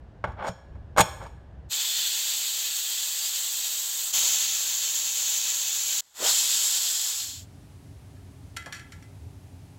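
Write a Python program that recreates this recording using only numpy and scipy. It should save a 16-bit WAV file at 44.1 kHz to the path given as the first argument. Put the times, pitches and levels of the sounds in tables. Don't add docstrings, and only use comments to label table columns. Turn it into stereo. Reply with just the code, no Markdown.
import sys
import numpy as np
from scipy import signal
from scipy.fft import rfft, irfft
from scipy.io import wavfile
from scipy.ndimage import uniform_filter1d

SR = 44100
rng = np.random.default_rng(int(sys.argv[2]) if len(sys.argv) > 2 else 0)


def materialize(psi):
    bounded = np.clip(np.atleast_2d(psi).T, -1, 1)
    quanta = np.round(bounded * 32767).astype(np.int16)
    wavfile.write(sys.argv[1], SR, quanta)


N = 431298
TIME = np.arange(N) / SR
FREQ = np.arange(N // 2 + 1) * SR / N

# frequency_hz, level_db
EARLY_FLAME_SPECTRUM = [(25, -17.5), (65, 5.5), (130, -5.5), (220, -15), (350, -19), (700, -21),
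                        (1350, -32), (1660, -28.5), (1950, -36), (2500, -40.5), (2950, -39.5),
                        (3400, -42.5), (7000, -54), (15000, -71)]
LATE_FLAME_SPECTRUM = [(15, -55.5), (25, -33.5), (91, -0.5), (227, -21.5), (281, -14), (331, -26.5),
                       (399, -22.5), (482, -33.5), (552, -28.5), (848, -29.5), (1110, -35.5), (2700, -39),
                       (3340, -40.5), (10400, -43.5), (15500, -53)]
# start_s, dull_db, bright_db, t60_s
WEIGHT_KNOCKS = [(.2405, -15.5, -44.5, 0.062), (.272, -34.5, -59, 0.26), (.319, -56, -55, 0.042),
                 (.481, -29, -38, 0.092), (.735, -54, -72.5, 0.081), (.754, -48, -71.5, 0.11),
                 (.964, -23.5, -42, 0.15), (.974, -18, -22, 0.076), (.9815, -6.5, -17.5, 0.091),
                 (.989, -15, -17.5, 0.077), (.996, -7.5, -16.5, 0.067), (1.006, -5.5, -9, 0.032),
                 (1.0105, -14, -11.5, 0.051), (1.051, -40, -52, 0.027)]
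# start_s, length_s, dull_db, bright_db, release_t60_s
WEIGHT_RUBS = [(.364, 0.12, -26.5, -31, .06), (1.19, 0.034, -38, -47, 0.18), (1.24, 0.029, -42, -51, .06)]
# frequency_hz, level_db
DULL_SPECTRUM = [(40, -24), (170, -5.5), (280, -6.5), (400, -3.5), (620, 4), (1150, 0), (1650, -6),
                 (2300, -17.5), (3300, -19), (5000, -33), (9000, -57.5)]
BRIGHT_SPECTRUM = [(300, -24), (1500, -4.5), (3300, 1.5), (4500, -0.5), (5500, -2), (6100, -6.5), (6900, 6),
                   (7700, -3.5), (8500, 2.5), (10300, -12), (12000, -5), (15500, -20.5)]
# centre_hz, width_hz, lift_db
WEIGHT_HOLLOW = [(553, 57, 5.5), (850, 150, 7.5), (1140, 150, 3.5), (1570, 120, 7), (2240, 220, 11.5),
                 (3370, 300, 3.5), (5580, 200, 8), (6900, 260, 8), (8500, 270, 6)]
# pitch_hz, level_db, t60_s
LID_MODES = [(545, -1, 0.12), (630, -4.5, 0.2), (670, -8.5, 0.22), (845, -8, 0.16), (880, -6.5, 0.2),
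             (1020, -12, .35), (1167, -9.5, .4), (1480, 5, .15), (1687, -8.5, 0.97), (2380, 7, 0.17),
             (3160, -1.5, 0.35), (3370, 0.5, 0.39), (4150, -4.5, .4), (5430, 4.5, 0.44), (6500, -1.5, .3),
             (6729, -8, .4), (6930, -2, .3), (8156, -6, .25), (8420, -6.5, 0.3), (11360, -1, .25)]
# start_s, level_db
POT_PUSHES = [(.243, -32), (0.404, -40), (.494, -30.5), (0.986, -27.5), (1.002, -21)]
# pitch_hz, level_db, t60_s
POT_MODES = [(82, -9, .25), (119, -3, 0.17), (182, 1, .11), (450, -8, .08), (600, -9, .1)]
# start_s, rise_s, end_s, fall_s, level_db, surge_db, surge_s, sag_db_per_s,
# water_roar_db, hiss_depth_db, buffet_db, seep_before_s
STEAM_BLASTS = [(1.689, .033, 4.131, 0.02, -27.5, 0.45, 0.28, .5, 3.5, 3.5, -80, 0),
                (4.111, 0.029, 6.009, 0.004, -26, 4, 0.31, 0.26, 2, 0.6, -66.5, 0),
                (6.118, .17, 7.465, .35, -22, 3, 0.21, 5.5, 14.5, 1.3, -64, 0.104)]
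# frequency_hz, first_db, second_db, third_db
HISS_SPECTRA = [(910, -49, -42, -42), (1556, -18, -22.5, -21.5), (2340, -10, -10.5, -14),
                (3090, -2, -4.5, -6), (4190, 1.5, -1.5, -1.5), (4670, 3, 0, 0.5), (5180, -0.5, -1.5, 2.5),
                (6200, -2, 1, -4), (7280, -0.5, 1, 0), (8140, -1.5, -6.5, -4), (9240, -14, -18.5, -14),
                (10400, -16, -17, -16.5), (11420, -12.5, -12, -12), (13600, -3.5, -11, -11.5),
                (16000, -14, -12.5, -17.5)]
# frequency_hz, level_db
ROAR_SPECTRUM = [(30, -24), (110, -16), (200, -21), (420, -8), (800, -5), (1400, -1.5), (2000, -0.5),
                 (3200, -9), (6000, -25.5)]
# centre_hz, width_hz, lift_db
GAP_RESONANCES = [(847, 31, 5.5), (1404, 28, 6.5), (2570, 46, 7), (3092, 68, 5.5), (3195, 50, 6.5),
                  (3420, 31, 9), (3576, 44, 5.5), (3835, 46, 3.5), (4220, 59, 6), (6700, 170, 1.5)]
# frequency_hz, left_lead_rad, left_minus_right_db, coherence
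JET_AT_MICS = [(100, 0, 2, .5), (700, .3, 2, .68), (2200, 2.5, 2.5, .76), (3400, 2.45, 4, .8),
               (4300, 2.6, 1, .78), (5200, 3.15, -1, .84), (6300, 4.3, 0, .8), (7400, 5.6, -3, .76),
               (8300, 4.4, -1, .7), (9300, 3.1, 0, .99), (10600, 0, 0, .95), (11700, -.2, 0, .92),
               (13400, -3.1, 0, .99), (15200, -6.3, 0, .95)]
# delay_s, level_db
NEAR_REFLECTIONS = [(.0011, -21.5), (.0018, -25), (.0039, -14.5), (.0052, -14.5), (.0083, -13.5)]
# frequency_hz, level_db
BUFFET_SPECTRUM = [(20, -14), (45, -2.5), (90, 1), (170, -7.5), (300, -7), (700, -34), (3000, -70)]
# centre_s, half_length_s, from_hz, to_hz, level_db
WATER_SPURTS = [(3.24, 0.027, 4470, 4900, -36), (6.252, .028, 450, 900, -33),
                (6.288, 0.031, 3000, 4673, -30.5)]
# start_s, dull_db, bright_db, t60_s
UTENSIL_TAPS = [(8.166, -80.5, -57, 0.021), (8.5648, -62, -29, 0.034), (8.569, -42, -25, 0.031),
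                (8.624, -70, -47, .04), (8.66, -60, -36, 0.033), (8.666, -40.5, -47, 0.12),
                (8.7245, -60, -33, 0.089), (8.745, -59, -40.5, 0.13), (8.762, -62, -45, 0.17),
                (8.795, -70, -42.5, 0.071), (8.921, -68, -42, 0.077), (9.025, -70, -49, 0.066)]
# frequency_hz, level_db
UTENSIL_SPECTRUM = [(700, -37.5), (1150, -10), (1650, 6), (2600, -2.5), (3200, -7), (5000, -9),
                    (7100, -11.5), (8500, -15), (12000, -15.5), (15500, -34)]
# centre_hz, width_hz, lift_db
UTENSIL_RESONANCES = [(1740, 420, 1), (3150, 350, 3), (4400, 330, 7.5), (5660, 370, 10), (7140, 520, 9.5),
                      (8200, 300, 7)]
# pitch_hz, level_db, t60_s
UTENSIL_RING = [(1360, -2.5, 0.26), (1703, -3.5, 0.15), (2030, -3, 0.2), (2250, -7, .22), (2610, -1.5, .17),
                (3090, -4.5, 0.14), (3270, -2, 0.24), (3890, -3, 0.2), (5780, -9, .2), (6900, -11, .26),
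                (8403, -10, .3)]


def undb(db):
    return 10 ** (np.asarray(db) / 20)


def unit(x):
    return x / np.sqrt(np.mean(x ** 2))


def ramp(elapsed, length):
    return np.clip(elapsed / length, 0, 1)


def hold(age, length):
    return np.exp(-(age / length) ** 4)


def walk(rate_hz):
    step = max(int(SR / rate_hz), 1)
    levels = np.repeat(rng.standard_normal(N // step + 1), step)
    return unit(uniform_filter1d(levels, step)[:N])


def lowpass(x, corner_hz, steepness):
    return irfft(rfft(x) / (1 + (FREQ / corner_hz) ** steepness), N)


def resonances(peaks):
    return sum(db / (1 + (2 * (FREQ - hz) / width) ** 2) for hz, width, db in peaks)


def colour(x, spectrum, lift_db=0):
    hz, db = np.transpose(spectrum)
    gain = unit(undb(np.interp(np.log(FREQ + 1), np.log(hz), db) + lift_db))
    cepstrum = irfft(np.log(gain), N)
    cepstrum[1:N // 2] *= 2
    cepstrum[N // 2 + 1:] = 0
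    return irfft(rfft(x) * np.exp(rfft(cepstrum)), N)


def mic_noise(coherence, lead_rad=0, pan_db=0):
    mid, side = rfft(rng.standard_normal((2, N)))
    sign = np.array([[1], [-1]])
    mics = np.sqrt((1 + coherence) / 2) * mid + sign * np.sqrt((1 - coherence) / 2) * side
    return irfft(mics * undb(sign * pan_db / 2) * np.exp(.5j * sign * lead_rad), N)


def flame(spectrum, hiss_coherence, rumble_coherence, flicker_db):
    coherence = hiss_coherence + (rumble_coherence - hiss_coherence) / (1 + (FREQ / 600) ** 4)
    burner = colour(mic_noise(coherence, pan_db=-.3), spectrum)
    rumble = lowpass(burner, 300, steepness=4)
    return burner + rumble * (undb(flicker_db * walk(12)) - 1)


def contacts(blows):
    power = np.zeros((2, N))
    for start_s, dull_db, bright_db, t60 in blows:
        start = int(start_s * SR)
        fade = undb(-60 * TIME[:min(SR // 2, N - start)] / t60)
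        power[:, start:start + len(fade)] += (undb([[dull_db], [bright_db]]) * fade) ** 2
    return np.sqrt(power)


def ring(x, modes, ring_db, split, count=5):
    t = TIME[:SR // 2]
    response = 0
    for hz, db, t60 in modes:
        partials_hz = hz * (1 + split * rng.uniform(-1, 1, (count, 1)))
        phases = rng.uniform(0, 2 * np.pi, (2, count, 1))
        cluster = np.sin(2 * np.pi * partials_hz * t + phases).sum(1)
        response += undb(db - 60 * t / t60) * cluster
    return x + undb(ring_db) * signal.fftconvolve(x, unit(response) / np.sqrt(len(t)), axes=1)[:, :N]


def kitchen(x, wet_db, t60, treble_t60):
    t = TIME[:SR]
    noise = rng.standard_normal((2, SR))
    low = signal.sosfilt(signal.butter(2, 4000, fs=SR, output="sos"), noise)
    tail = low * undb(-60 * t / t60) + (noise - low) * undb(-60 * t / treble_t60)
    tail *= ramp(t, .008)
    return x + undb(wet_db) * signal.fftconvolve(x, unit(tail) / np.sqrt(SR), axes=1)[:, :N]


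def weight_on_vent(force, hollowness, ring_db):
    dull, bright = force
    lift_db = hollowness * resonances(WEIGHT_HOLLOW)
    sharp = colour(bright * mic_noise(.46, lead_rad=1, pan_db=.93), BRIGHT_SPECTRUM, lift_db)
    blunt = colour(dull * mic_noise(.61, lead_rad=.15, pan_db=.95), DULL_SPECTRUM, lift_db)
    edge = sharp - lowpass(sharp, 6400, steepness=20)
    hardness = np.sqrt(np.clip(bright / undb(-18.5), .2, 1.5))
    chatter = blunt + sharp + edge * (hardness - 1)
    return ring(chatter * undb(-2), LID_MODES, ring_db, split=.018)


def weight_valve():
    stick_slip = unit(undb(2 * walk(450)))
    knocks = weight_on_vent(contacts(WEIGHT_KNOCKS), hollowness=.79, ring_db=-18)
    scrape = weight_on_vent(rubs() * stick_slip, hollowness=.85, ring_db=-13)
    return kitchen(knocks + scrape, wet_db=-16.5, t60=.72, treble_t60=.58)


def pot():
    t = TIME[:SR // 2]
    thud = sum(undb(db - 60 * t / t60) * np.sin(2 * np.pi * hz * t) for hz, db, t60 in POT_MODES)
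    out = np.zeros(N)
    for start_s, db in POT_PUSHES:
        start = int(start_s * SR)
        out[start:start + len(t)] += undb(db) * thud
    return out


def rubs(bite_db=52.5):
    force = np.zeros((2, N))
    for start_s, length_s, dull_db, bright_db, t60 in WEIGHT_RUBS:
        progress = ramp(TIME - start_s, length_s)
        release_db = -60 * np.maximum(TIME - start_s - length_s, 0) / t60
        edge_db = bright_db - bite_db * (1 - progress)
        force += progress ** .8 * undb([dull_db + release_db, edge_db + release_db])
    return force


def jet(spectrum, sway):
    hz, *columns = np.transpose(JET_AT_MICS)
    lead_rad, pan_db, coherence = (np.interp(FREQ, hz, column) for column in columns)
    direct = colour(mic_noise(coherence, lead_rad, pan_db), spectrum, resonances(GAP_RESONANCES))
    out = direct.copy()
    for delay_s, db in NEAR_REFLECTIONS:
        delayed_time = TIME - delay_s * (1 + sway * walk(1.5))
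        out += undb(db) * np.array([np.interp(delayed_time, TIME, mic) for mic in direct])
    return out / np.std(out.mean(0))


def steam(blast, hiss_column, sway, seep_db=-41.5, roar_db=-23.5, water_clear_s=.2):
    (start_s, rise_s, end_s, fall_s, level_db, surge_db, surge_s, sag_db_per_s,
     water_db, depth_db, buffet_db, seep_s) = blast
    age = np.clip(TIME - start_s, 0, end_s - start_s)
    still_open = ramp(end_s - TIME, fall_s)
    seep = undb(seep_db) * (TIME > start_s - seep_s)
    flow = np.maximum(ramp(age, rise_s) ** 2.23, seep) * still_open ** 1.13
    flutter_db = .6 * walk(35) + .3 * walk(3.8)
    pressure_db = surge_db * hold(age, surge_s) - sag_db_per_s * age + flutter_db
    hiss = jet(np.array(HISS_SPECTRA)[:, [0, hiss_column]], sway)
    roar = jet(ROAR_SPECTRUM, sway)
    body_db = depth_db * (1 - 2 * age / (end_s - start_s)) + 4 * (1 - still_open) + .68 * walk(20)
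    hiss += lowpass(hiss, 5500, steepness=10) * (undb(body_db) - 1)
    hiss *= undb(.5 * walk(400))
    roar *= undb(roar_db + water_db * hold(age, water_clear_s) + .59 * walk(120))
    buffet = colour(mic_noise(.51), BUFFET_SPECTRUM) * undb(buffet_db + 1.4 * pressure_db)
    return (hiss + roar) * flow * undb(level_db + pressure_db) + buffet * np.sqrt(flow)


def spurts(churn_hz=440, glide_s=.014):
    out = np.zeros((2, N))
    for centre_s, half_s, from_hz, to_hz, db in WATER_SPURTS:
        cleared = (1 + np.tanh((TIME - centre_s) / (2 * glide_s))) / 2
        phase = 2 * np.pi * np.cumsum(from_hz * (to_hz / from_hz) ** cleared) / SR
        shared, *each_mic = (walk(churn_hz) * np.cos(phase) + walk(churn_hz) * np.sin(phase)
                             for _ in range(3))
        churn = (shared + .5 * np.array(each_mic)) * undb([[1], [-1]])
        swell = np.exp(-((TIME - centre_s) / half_s) ** 2 / 2)
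        out += unit(churn) * undb(db) * swell
    return out


def utensil():
    dull, bright = contacts(UTENSIL_TAPS)
    blunt = colour(dull * mic_noise(.34), DULL_SPECTRUM)
    chatter = bright * mic_noise(.78, lead_rad=.73, pan_db=-2.2)
    sharp = colour(chatter, UTENSIL_SPECTRUM, resonances(UTENSIL_RESONANCES))
    clatter = ring(blunt + sharp, UTENSIL_RING, ring_db=-9.5, split=.0088)
    return kitchen(clatter, wet_db=-6.5, t60=.46, treble_t60=.26)


def scene():
    early = flame(EARLY_FLAME_SPECTRUM, hiss_coherence=.35, rumble_coherence=.87, flicker_db=3)
    late = flame(LATE_FLAME_SPECTRUM, hiss_coherence=.24, rumble_coherence=1, flicker_db=.9)
    burner = early * undb(-44.5) * ramp(1.716 - TIME, .021)
    burner += late * undb(-45) * ramp(TIME - 7.11, .37)
    first, second, third = STEAM_BLASTS
    blasts = steam(first, hiss_column=1, sway=.0322)
    blasts += steam(second, hiss_column=2, sway=.0043)
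    blasts += steam(third, hiss_column=3, sway=.016)
    return burner + weight_valve() + pot() + blasts + spurts() + utensil()


def record(dry):
    top_cut = signal.ellip(10, .2, 75, 15800, fs=SR, output="sos")
    return signal.sosfilt(top_cut, np.clip(dry, -1, 1))


dry = scene()
out = record(dry)
materialize(out)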